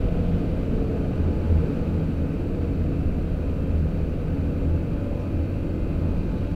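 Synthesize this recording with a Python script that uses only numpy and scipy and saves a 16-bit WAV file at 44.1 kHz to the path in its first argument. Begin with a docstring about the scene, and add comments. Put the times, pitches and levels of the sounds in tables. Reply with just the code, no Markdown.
"""A single-cylinder motorcycle cruises through a road tunnel, heard from the rider's chest.
Its exhaust, chain and gears are periodic sources locked to the crank; they hum over the broadband
noise of turbulent wind and rolling tyres. It overtakes a lorry, whose drone and tyre howl drop in
pitch and reverberate in the tube. After four seconds the throttle opens a little."""
import sys
import numpy as np
from scipy import signal
from scipy.fft import rfft, irfft
from scipy.io import wavfile
from scipy.ndimage import uniform_filter1d

SR = 44100
rng = np.random.default_rng(int(sys.argv[2]) if len(sys.argv) > 2 else 0)


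def wav_record(signal):
    """Record a signal, one row per channel, as 16-bit PCM in the file named by sys.argv[1]."""
    frames = np.transpose(np.atleast_2d(signal))
    bounded = np.clip(frames, -1, 1)
    # unit amplitude maps onto the largest positive 16-bit level
    quanta = np.round(bounded * 32767).astype(np.int16)
    wavfile.write(sys.argv[1], SR, quanta)


N = 288855
TIME = np.arange(N) / SR
BIN_HZ = np.maximum(np.arange(N // 2 + 1) * SR / N, 1e-3)

# noise along the ride: (time [s], relative tyre roar level [dB], relative case clatter level [dB])
ROAR_AND_CLATTER = [(0, -35, -51), (1.1, -36, -51), (1.7, -34, -50), (2.2, -35.5, -52), (3.1, -38.5, -52.3),
                    (4, -36.5, -52.5), (5.8, -37.5, -53), (6.35, -36.5, -51.5), (6.55, -41.5, -51.5)]


def from_db(db):
    """Amplitude ratio of a level: tenfold for every 20 dB."""
    return 10 ** (np.asarray(db) / 20)


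def rms_one(x):
    """Normalisation to unit mean power."""
    return x / np.sqrt(np.mean(np.abs(x) ** 2) + 1e-20)


def in_time(rows):
    """Linear interpolation of each column after the time column, at every sample."""
    times, *columns = np.transpose(rows)
    return [np.interp(TIME, times, column) for column in columns]


def phase(hz):
    """Phase in radians is the time integral of angular frequency."""
    return 2 * np.pi * np.cumsum(hz) / SR


def swell(at_s, half_length_s):
    """A Gaussian envelope of height 1."""
    return np.exp(-((TIME - at_s) / half_length_s) ** 2)


def drift(cutoff_hz):
    """Slow random modulation: low-passed noise of unit power."""
    times = np.linspace(0, N / SR, 4096)
    hz = np.fft.rfftfreq(len(times), times[1])
    slow = irfft(rfft(rng.standard_normal(len(times))) / (1 + (hz / cutoff_hz) ** 4))
    return np.interp(TIME, times, rms_one(slow))


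def noise(spectrum, resonances=()):
    """Spectral shaping: white noise takes on a broad colour and resonance peaks, at unit power."""
    hz, db = np.transpose(spectrum)
    colour_db = np.interp(np.log(BIN_HZ), np.log(hz), db)
    for centre, width, peak_db in resonances:
        colour_db += peak_db / (1 + (2 * (BIN_HZ - centre) / width) ** 2)
    skirts = np.minimum(BIN_HZ / hz[0], 1) ** 2 * np.minimum(hz[-1] / BIN_HZ, 1) ** 2
    white = rfft(rng.standard_normal(N))
    return rms_one(irfft(white * from_db(colour_db) * skirts, N))


def steadied(x, window_s):
    """Division by the running RMS evens out the chance swells of a noise."""
    return x / np.sqrt(uniform_filter1d(x ** 2, int(window_s * SR)) + 1e-9)


def tone(angle, scatter, flutter_hz):
    """Multipath interference: a direct sine plus wall reflections that shift as the bike moves."""
    walls = (drift(flutter_hz) + 1j * drift(flutter_hz)) / np.sqrt(2)
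    direct = np.exp(1j * (angle + 2 * np.pi * rng.random()))
    return rms_one(np.real((1 + scatter * walls) * direct))


def partials(angle, series, scatter, flutter_hz):
    """Superposition of multiples of one frequency, each with its own reflections."""
    return sum(from_db(db) * tone(multiple * angle, scatter, flutter_hz) for multiple, db in series)


def motorcycle():
    """Periodic excitation: the firing rate sets the pitch of exhaust, intake, gears and chain."""
    # engine running: (time [s], firing rate [Hz], load level [dB])
    engine = [(0, 45.84, -1), (1.1, 45.75, -1), (2.6, 45.7, -.5), (3.6, 45.76, -.5), (4.3, 45.88, 0),
              (5.1, 46.06, 1.5), (5.9, 46.27, 1), (6.55, 46.5, 1)]
    # exhaust boom: (multiple of firing rate, level [dB])
    exhaust_series = [(1, -49), (2, -36.5), (3, -43.5), (4, -50.5), (5, -45.5), (6, -40)]
    # intake snarl: (multiple of firing rate, level at 0 dB load [dB])
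    intake_series = [(7, -42), (8, -52), (10, -54), (11, -50.5), (12, -55.5), (13, -61), (14, -57.5),
                     (15, -60.5), (16, -69)]
    # gears and valve train: (multiple of firing rate, level at 0 dB load [dB])
    gear_series = [(25, -68), (27, -65.5), (32, -70), (45, -70), (50, -74), (52, -68), (54, -68), (55, -71),
                   (58, -67.5), (70, -75), (86, -82.5), (96, -78.5), (97, -83)]
    teeth_per_firing = 22.225
    firing_hz, load_db = in_time(engine)
    cycle = phase(firing_hz)
    exhaust = partials(cycle, exhaust_series, scatter=.66, flutter_hz=3.9)
    intake = from_db(load_db) * partials(cycle, intake_series, scatter=.4, flutter_hz=2.85)
    mesh = from_db(-64.5 + 2.4 * load_db) * tone(teeth_per_firing * cycle, scatter=.93, flutter_hz=2.7)
    gears = from_db(.6 * load_db) * partials(cycle, gear_series, scatter=.74, flutter_hz=3.8)
    return exhaust + intake + mesh + gears + clatter(cycle) + chain(cycle)


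def clatter(cycle):
    """Structural resonance: combustion and valve knocks ring the engine cases in every cycle."""
    # knock spectrum: (frequency [Hz], relative spectral level [dB])
    spectrum = [(700, 2), (1080, 1), (1250, 6), (1400, 3.5), (1530, 4.5), (1700, -2.5), (1900, -4),
                (2250, -3), (2500, 0.5), (2800, -3.5), (3400, -12.5), (4500, -14), (5200, -20), (9000, -31)]
    # modes of cases and fairing: (frequency [Hz], width [Hz], peak gain [dB])
    modes = [(2020, 55, 0), (3080, 140, 1), (3860, 210, 4), (4480, 290, 3), (4800, 120, 2.5),
             (5650, 150, 1.5), (5960, 210, 4), (7470, 700, 6), (8450, 160, 7.5)]
    _, clatter_db = in_time(ROAR_AND_CLATTER)
    knock_db = .5 * np.cos(cycle) + .45 * np.cos(2 * cycle) + .45 * np.cos(3 * cycle)
    knocks = from_db(knock_db + .35 * drift(25))
    return from_db(clatter_db + 2.5) * rms_one(knocks * noise(spectrum, modes))


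def chain(cycle):
    """Periodic impact of links on the sprocket gives a hum and two whining harmonics."""
    # whine, peaking as the throttle opens:
    # (time [s], relative second harmonic level [dB], relative third harmonic level [dB])
    whine = [(0, -56, -59.5), (.9, -53, -62), (1.35, -50, -53.5), (1.85, -58, -55.5), (3.3, -54, -72),
             (4.85, -51, -59), (5.1, -42.5, -58), (5.3, -46.5, -60), (5.8, -53, -59.5),
             (6.55, -49.5, -52.5)]
    links_per_firing = 6.222
    second_db, third_db = in_time(whine)
    links = links_per_firing * cycle
    hum = from_db(-42.5) * tone(links, scatter=.41, flutter_hz=2.4)
    second = from_db(second_db + 1.5) * tone(2 * links, scatter=.15, flutter_hz=21)
    third = from_db(third_db - .5) * tone(3 * links, scatter=.9, flutter_hz=12)
    return hum + second + third


def lorry():
    """Doppler shift: a diesel drone and howling tyres fall in pitch as the bike goes by."""
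    # the pass: (time [s], heard firing rate [Hz], howl frequency [Hz], relative howl level [dB])
    passing = [(0, 85.77, 481.4, -42), (.4, 85.7, 465.8, -42.5), (.8, 84.41, 442, -34.5),
               (1.2, 82.6, 434.9, -42), (1.7, 80.44, 430, -37.5), (2.4, 80.73, 429.8, -43.5),
               (3.5, 80.25, 424.3, -47.5), (4.5, 80.22, 422, -49.5), (6.55, 81.8, 418, -83)]
    # the drone swells and fades along the tube: (time [s], relative level [dB])
    drone_levels = [(0, -28), (.35, -26.5), (.85, -38.5), (1.2, -23), (1.44, -29), (1.54, -22.5),
                    (1.75, -31), (2.15, -24.5), (2.48, -34), (2.75, -25.5), (3.55, -26.5), (3.9, -24),
                    (4.35, -31), (4.75, -27), (5.05, -40), (5.42, -29), (5.95, -34), (6.12, -21.5),
                    (6.55, -30)]
    # its octave booms now and then: (time [s], level [dB])
    boom_levels = [(0, -40), (.32, -23), (.47, -35), (1.45, -37), (1.63, -28), (2.08, -29), (2.3, -38.5),
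                   (3, -30.5), (3.25, -36), (3.7, -29.5), (4.4, -33.5), (4.95, -33.5), (5.2, -43.5),
                   (6.55, -33.5)]
    # tread blocks of several lengths: (multiple of howl frequency, relative level [dB])
    tread = [(1, -0.5), (1.075, -10), (1.125, -6.5), (1.19, -17.5)]
    firing_hz, howl_hz, howl_db = in_time(passing)
    (drone_db,), (boom_db,) = in_time(drone_levels), in_time(boom_levels)
    cycle = phase(firing_hz)
    # the drone beats against its reflection from the walls
    beat_hz, crest_s, depth_db = 3.14, 1.565, 4.2
    beat_db = depth_db * np.cos(2 * np.pi * beat_hz * (TIME - crest_s))
    drone = from_db(drone_db + beat_db - 2.5) * tone(cycle, scatter=.55, flutter_hz=7)
    boom = from_db(boom_db) * tone(2 * cycle, scatter=.25, flutter_hz=8)
    howl = from_db(howl_db - .5) * partials(phase(howl_hz), tread, scatter=2.4, flutter_hz=13.3)
    direct = drone + boom + howl
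    return direct + lorry_wheels() + from_db(-18) * tunnel(direct)


def lorry_wheels():
    """Band-limited noise: the trailer tyres sing in a narrow band and hiss in a broad one."""
    # wheels going by: (time [s], song level [dB], relative hiss level [dB])
    levels = [(0, -44.5, -61), (.3, -44.5, -57), (.7, -47.5, -63), (1.05, -43.5, -73), (1.35, -52.5, -66),
              (1.7, -70, -72), (2.1, -60, -79), (3, -47.5, -82), (6.55, -82, -85)]
    # tyre song: (frequency [Hz], relative spectral level [dB])
    song_spectrum = [(560, -20), (605, -14.5), (622, 0.5), (655, -12.5), (700, -7.5), (740, -11.5),
                     (800, -31)]
    # tyre hiss: (frequency [Hz], relative spectral level [dB])
    hiss_spectrum = [(1700, 8.5), (2400, -2), (3000, 12.5), (4100, 0), (4600, -6), (5200, -10),
                     (7300, -18.5), (11000, -15)]
    song_db, hiss_db = in_time(levels)
    return from_db(song_db) * noise(song_spectrum) + from_db(hiss_db - 1) * noise(hiss_spectrum)


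def tunnel(x, t60_s=1.8):
    """Reverberation: the diffuse field in the concrete tube decays exponentially."""
    tail = rng.standard_normal(N) * from_db(-60 * TIME / t60_s)
    return rms_one(irfft(rfft(x) * rfft(tail), N)) * np.std(x)


def wind():
    """Turbulence: eddies thump as pressure fluctuations while air rushes round the rider."""
    # air, rougher in the lorry's wake: (time [s], buffet level [dB], relative rush level [dB])
    flow = [(0, -25, -25), (.8, -31, -25.5), (1.6, -30.5, -25.5), (2.1, -33.5, -27.5), (3, -29, -27.5),
            (4.3, -30.5, -28), (5.4, -33, -28), (6.55, -30, -28)]
    # gusts on top of that flow: (time [s], buffet rise [dB])
    gusts = [(.09, 0.5), (.76, 6), (1.29, 3), (1.55, 3), (2.42, 2), (3.0, 1), (3.16, 5), (4.02, 0),
             (4.66, 3.5), (4.98, 2.5), (5.89, 6), (6.18, 5.5), (6.37, 4)]
    # buffeting: (frequency [Hz], relative spectral level [dB])
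    buffet_spectrum = [(8, -15), (16, 3.5), (28, 3.5), (50, 3), (70, -3), (100, -21), (200, -36)]
    # rush: (frequency [Hz], relative spectral level [dB])
    rush_spectrum = [(60, -0.5), (95, -1.5), (130, 1), (150, -2.5), (185, 0), (205, -1.5), (228, -2),
                     (248, -5), (272, -2), (303, -12.5), (335, -9), (385, -12.5), (500, -36), (900, -41)]
    buffet_db, rush_db = in_time(flow)
    gust_db = sum(rise_db * swell(at_s, half_length_s=.061) for at_s, rise_db in gusts)
    buffet = from_db(buffet_db + gust_db) * steadied(noise(buffet_spectrum), window_s=.22)
    rush = from_db(rush_db - 2 + .15 * gust_db) * steadied(noise(rush_spectrum), window_s=.1)
    return buffet + rush


def tyre_roar():
    """Rolling noise of all the tyres in the tunnel, louder beside the lorry."""
    # roar: (frequency [Hz], relative spectral level [dB])
    spectrum = [(250, -4), (380, -5.5), (440, -1.5), (500, 1), (545, -6), (620, -8), (700, -14), (800, -16),
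                (950, -21.5), (1100, -30), (1600, -31.5)]
    roar_db, _ = in_time(ROAR_AND_CLATTER)
    return from_db(roar_db - 1.44) * noise(spectrum)


def hiss():
    """Stationary noise: a faint, even hiss under everything."""
    # hiss: (frequency [Hz], relative spectral level [dB])
    spectrum = [(2000, -13), (6000, -4.5), (10000, -2.5), (14800, -2.5), (16000, -7)]
    return from_db(-69) * noise(spectrum)


def lorry_wake():
    """Turbulence in the wake behind the lorry's cab swells and fades as the bike rides through it."""
    # churning air: (frequency [Hz], relative spectral level [dB])
    spectrum = [(170, -13), (215, 5.5), (300, 4.5), (350, 3), (420, -16)]
    return from_db(-36) * swell(at_s=2.52, half_length_s=.44) * steadied(noise(spectrum), window_s=.1)


def swishes(half_width_octaves=.6, edge_db=-18):
    """Amplitude-modulated noise bands: faint, bright swishes from the road."""
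    # swishes: (time [s], half length [s], peak level [dB], centre frequency [Hz])
    events = [(5.212, 0.022, -66, 5600), (6.299, .3, -65, 3900)]
    spread = 2 ** half_width_octaves
    sound = np.zeros(N)
    for at_s, half_length_s, level_db, centre_hz in events:
        band = [(centre_hz / spread, edge_db), (centre_hz, 0), (centre_hz * spread, edge_db)]
        sound += from_db(level_db) * swell(at_s, half_length_s) * noise(band)
    return sound


def scene():
    """Superposition: the pressures of road, vehicles and air add in one channel."""
    background = tyre_roar() + hiss() + swishes()
    return (background + motorcycle() + lorry() + wind() + lorry_wake())[None]


def record(dry, cutoff_hz=15700, fade_s=.004):
    """Band limiting: a steep low-pass cuts the top; short fades keep the ends from clicking."""
    fades = np.clip(np.minimum(TIME, TIME[-1] - TIME) / fade_s, 0, 1)
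    low_pass = signal.ellip(12, .2, 80, cutoff_hz, fs=SR, output="sos")
    return signal.sosfilt(low_pass, dry * fades)


dry = scene()
out = record(dry)
wav_record(out)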